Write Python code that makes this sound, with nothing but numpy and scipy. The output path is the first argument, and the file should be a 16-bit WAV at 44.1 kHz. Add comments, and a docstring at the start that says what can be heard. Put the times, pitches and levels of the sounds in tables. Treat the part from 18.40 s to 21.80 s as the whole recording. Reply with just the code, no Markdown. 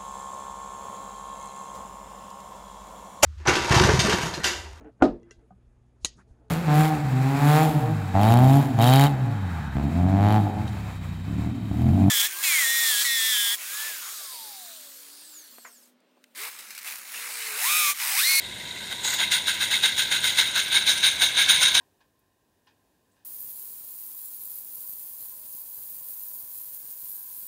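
"""Small steam locomotive approaching

A small live-steam locomotive rolls towards the microphone on a garden track, over a far rumble.
Steam hisses steadily, a wet blow marks the start, and each exhaust beat bursts up the chimney: noise
driven through resonances that shift as the engine nears. Valve gear clicks ring the same resonances,
and a hollow tone near 1 kHz, narrow noise, sounds on between beats."""
import sys
import numpy as np
from scipy import signal
from scipy.fft import rfft, irfft
from scipy.io import wavfile

SR = 44100
rng = np.random.default_rng(int(sys.argv[2]) if len(sys.argv) > 2 else 0)


def to_linear_factor(level_db):
    """Convert decibel levels (scalar or array-like) to linear amplitude factors."""
    exponent = np.asarray(level_db, float) / 20
    return 10 ** exponent


def persist_wave(psi):
    """Save psi, clipped to +-1, as 16-bit WAV."""
    counts = np.round(np.clip(psi, -1, 1) * 32767).astype(np.int16)
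    wavfile.write(sys.argv[1], SR, np.atleast_2d(counts).T)


N = 149940

# How the engine comes near. Each row: time in seconds, nearness as a share (0 far, 1 near).
NEARNESS = [(.6, .05), (1.8, 0.21), (2.6, 0.79), (3.4, 0.8)]


def rms_one(x):
    """Scales a signal to rms 1."""
    return x / np.sqrt(np.mean(x ** 2) + 1e-20)


def in_time(rows):
    """Draws each column of a table as a curve at every sample; the first column is seconds."""
    seconds, *columns = np.transpose(rows)
    return [np.interp(np.arange(N) / SR, seconds, column) for column in columns]


def drift(rate_hz):
    """Smooth random wander of rms 1: white noise through two equal lowpass poles."""
    r = np.exp(-2 * np.pi * rate_hz / SR)
    wander = signal.lfilter([1], [1, -2 * r, r * r], rng.standard_normal(N + SR))
    return rms_one(wander[SR:])  # the first second lets the filter settle


def resonate(x, hz, width_hz):
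    """A steep resonance (two poles alike) of gain 1 whose centre may move."""
    turn = np.exp(2j * np.pi * np.cumsum(hz) / SR)
    r = np.exp(-np.pi * width_hz / SR)
    # shift the centre down to 0 Hz, lowpass there, shift back up
    lowpassed = signal.lfilter([(1 - r) ** 2], [1, -2 * r, r * r], x / turn)
    return 2 * np.real(lowpassed * turn)


def rumble():
    """Far traffic and air: steady noise coloured by a spectrum curve."""
    # Colour of the rumble. Each row: frequency in Hz, relative spectrum level in dB.
    colour = [(13, -41), (22, -14), (75, 1), (188, 2.5), (251, -2.5), (396, -2), (437, -5.5), (600, -3.5),
              (780, -7), (1320, -120)]
    level_db = -48
    hz = np.fft.rfftfreq(N, 1 / SR)
    curve_hz, curve_db = np.transpose(colour)
    shape_db = np.interp(np.log(hz + 1), np.log(curve_hz), curve_db, left=-90, right=-90)
    noise = irfft(to_linear_factor(shape_db) * rfft(rng.standard_normal(N)), N)
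    return to_linear_factor(level_db) * rms_one(noise)


def hollow():
    """Steam blowing across the smokebox cavity: narrow noise that rises a little as it nears."""
    # Loudness of the hollow tone. Each row: time in seconds, level in dB.
    loudness = [(0.0, -56), (0.45, -53.5), (0.68, -48), (0.81, -45.5), (1.61, -56), (1.86, -55), (2.8, -57),
                (3.02, -54), (3.21, -42), (3.4, -49)]
    far_hz, near_hz, width_hz = 961, 1019, 98
    hz = far_hz + in_time(NEARNESS)[0] * (near_hz - far_hz)
    tone = rms_one(resonate(rng.standard_normal(N), hz, width_hz))
    return to_linear_factor(in_time(loudness)[0]) * tone


def leak():
    """Steady leak of steam: its level and its extra treble in dB, as curves in time."""
    # The hiss of the leak. Each row: time in seconds, level in dB, extra treble in dB.
    hiss = [(0.0, -34.5, 0.5), (0.66, -34.5, 3.5), (0.84, -33.5, -3.5), (2.86, -29.5, 0.5), (3.17, -25, -6),
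            (3.4, -29, -5)]
    return in_time(hiss)


def spits():
    """Water drops torn along in the steam: each lifts its power at once, then it sinks back. Mean 1."""
    drops_per_s, relative_size, sink_s = 150, 0.46, 0.0043
    drops = (rng.random(N) < drops_per_s / SR) * np.minimum(rng.exponential(1, N), 3)
    sinking = signal.lfilter([1], [1, -np.exp(-1 / (sink_s * SR))], drops + 1e-18)
    power = 1 + relative_size * sinking
    return power / power.mean()


def blow():
    """A wet blow of steam as the engine starts, as flow power: it swells, holds and falls away."""
    full_flow_s, level_db, hold_s = 0.648, -24.5, 0.1
    rise_db_per_s, fall_db_per_s = 550, 350
    age = np.arange(N) / SR - full_flow_s
    rise_db = rise_db_per_s * np.minimum(age, 0)
    fall_db = fall_db_per_s * np.maximum(age - hold_s, 0)
    return to_linear_factor(2 * np.maximum(level_db + rise_db - fall_db, -150))


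def beats():
    """Exhaust beats as flow power in body, treble and low puff: rise, hold, quick drop and tail."""
    # Exhaust beats. Each row: time of full flow in seconds, level in dB, extra treble in dB,
    # low puff against the body in dB, rise in dB/s, hold in seconds,
    # base fall in dB/s (the shares below make it a quick drop and a slower tail).
    beat_rows = [(0.514, -32, 2, 12.5, 700, 0.016, 300), (0.794, -20.5, 0.5, 1, 900, 0.042, 230),
                 (0.918, -15.5, 3, -3.5, 1500, 0.029, 211), (1.081, -18.5, 3, -19, 598, 0.013, 178),
                 (1.21, -20, 2, 0, 714, 0.031, 170), (1.312, -19.5, 2, -1.5, 960, .04, 180),
                 (1.436, -15.5, 0.5, -2, 960, 0.015, 176), (1.583, -17.5, 0.5, -14, 800, 0.023, 166),
                 (1.717, -18.5, 1, 1, 1500, 0.023, 150), (1.844, -18.5, 2, -2, 598, 0.036, 162),
                 (1.987, -14.5, 0, -3.5, 651.5, 0.013, 144), (2.156, -17.5, 0, -1.5, 1098, 0.025, 146),
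                 (2.325, -17.5, -1.5, -5, 800, 0.049, 201), (2.473, -17, 1, -1.5, 898, 0.034, 130.5),
                 (2.641, -13, 0, -7, 830, 0.02, 236), (2.824, -14, 0.5, -0.5, 504, 0.013, 233),
                 (2.988, -15, -2.5, -5, 450, 0.024, 180), (3.091, -14, 0.5, -12, 978, 0.026, 113),
                 (3.217, -12.5, 1.5, -3, 900, 0.017, 190), (3.349, -15.5, 0.5, 0, 1368, 0.019, 168)]
    tail_db, drop_share, tail_share = -5, 1.72, 0.61
    treble_fall_share = 1.015  # the treble falls slightly faster than the body
    puff_fall_db_per_s = 318
    t = np.arange(N) / SR
    flows = np.zeros((3, N))
    tail = to_linear_factor(2 * tail_db)
    for full_flow_s, level_db, treble_db, puff_db, rise, hold_s, fall in beat_rows:
        age = t - full_flow_s
        up = to_linear_factor(2 * np.maximum(level_db + rise * np.minimum(age, 0), -150))
        fall_db = np.minimum(fall * np.maximum(age - hold_s, 0), 150)
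        quick_drop = (1 - tail) * to_linear_factor(-2 * drop_share * fall_db)
        body = quick_drop + tail * to_linear_factor(-2 * tail_share * fall_db)
        treble = to_linear_factor(2 * treble_db) * body ** treble_fall_share
        puff_fall_db = np.minimum(puff_fall_db_per_s * np.maximum(age - hold_s / 2, 0), 150)
        puff = to_linear_factor(2 * (puff_db - puff_fall_db))
        flows += up * np.array([body, treble, puff])
    return flows


def ticks():
    """Valve gear ticks: single-sample clicks of metal."""
    # Strikes of the valve gear. Each row: time in seconds, relative strength in dB.
    strikes = [(0.5267, -6), (0.659, -9), (0.7567, -21), (0.759, -26), (0.9188, -13), (1.082, 0),
               (1.5843, -3), (1.7248, -4), (1.842, -3.5), (2.1615, -1), (2.82, 1), (3.3515, 4)]
    clicks = np.zeros(N)
    for s, db in strikes:
        clicks[int(s * SR)] = to_linear_factor(db)
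    return clicks


def exhaust():
    """Turbulent steam of beats, blow and leak drives every resonance; ticks ring them too."""
    # Chimney and smokebox resonances. Each row: far centre in Hz, near centre in Hz, width in Hz,
    # then the relative drive in dB by a far beat, a near beat, the leak and the starting blow.
    resonances = [(796, 780, 600, -20, -20, -18.5, -17.5), (952, 960, 232, -20, -20, -18, -11),
                  (1565, 1594, 244, -5.5, -3.5, -7, -5), (2066, 2215, 322, -6.5, -7, -3, -7),
                  (2670, 2670, 420, -11, -10, -9, -12), (3300, 3230, 580, -7, -8.5, -8.5, -10),
                  (3756, 3667, 587, -3, -2, -1.5, -3), (3792, 3780, 270, -4, 2.5, -2.5, -5),
                  (4400, 3980, 1500, -18.5, -16, -16.5, -12.5), (5720, 5700, 2930, -22, -17.5, -23, -21),
                  (6770, 6350, 580, -14.5, -10.5, -16.5, -2), (7900, 7800, 2300, -23.5, -38, -20, -12),
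                  (9075, 9204, 603, -14, -7, -14.5, -23), (9600, 9650, 430, -17, -22, -30, -15),
                  (11400, 10200, 1800, -33, -34, -29.5, -32), (12300, 12600, 1000, -39, -33, -24.5, -23),
                  (14140, 14300, 2000, -23, -23.5, -27.5, -18.5)]
    puff_to_hz, treble_from_hz = 850, 5000  # far centres below ring to the puff, above to the treble
    sputter_db, leak_sputter_db, sputter_hz = 0.62, 0.7, 149
    surge_db, surge_hz = 0.6, 25
    own_db, own_hz = 1.71, 21.5  # each resonance also wavers on its own
    tick_ring_db, tick_treble_db = 18.5, 1
    near = in_time(NEARNESS)[0]
    flutter = drift(sputter_hz)
    unsteady = spits() * to_linear_factor(2 * (sputter_db * flutter + surge_db * drift(surge_hz)))
    body, treble, puff, wet = np.vstack([beats(), blow()]) * unsteady
    leak_db, leak_treble_db = leak()
    leak_db = leak_db + leak_sputter_db * flutter
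    clicks = ticks()
    out = np.zeros(N)
    # offsets the summed width and far-beat drive of all resonances
    unit = np.sqrt(SR / (np.pi * sum(row[2] * to_linear_factor(2 * row[3]) for row in resonances)))
    for far_hz, near_hz, width_hz, far_db, near_db, steady_db, blow_db in resonances:
        high = far_hz > treble_from_hz
        if high:
            beat = treble
        elif far_hz < puff_to_hz:
            beat = puff
        else:
            beat = body
        beat_db = far_db + near * (near_db - far_db)
        leak_power = to_linear_factor(2 * (leak_db + steady_db + high * leak_treble_db))
        flow = np.sqrt(beat * to_linear_factor(2 * beat_db) + wet * to_linear_factor(2 * blow_db) + leak_power)
        steam = unit * flow * to_linear_factor(own_db * drift(own_hz)) * rng.standard_normal(N)
        struck = to_linear_factor(tick_ring_db + beat_db + high * tick_treble_db) * clicks
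        out += resonate(steam + struck, far_hz + near * (near_hz - far_hz), width_hz)
    return out


def scene():
    """The engine over the rumble, in mono."""
    return (exhaust() + hollow() + rumble())[None]


def roll_off(x):
    """The treble ends steeply here."""
    return signal.sosfilt(signal.butter(12, 16120, fs=SR, output="sos"), x)


def record(dry):
    """Cuts the top steeply with an elliptic lowpass and returns the finished sound."""
    cutoff_hz = 14990
    lowpass = signal.ellip(10, 0.5, 45, cutoff_hz, fs=SR, output="sos")  # 0.5 dB ripple, 45 dB down
    mix = signal.sosfilt(lowpass, dry)
    return roll_off(mix)


dry = scene()
out = record(dry)
persist_wave(out)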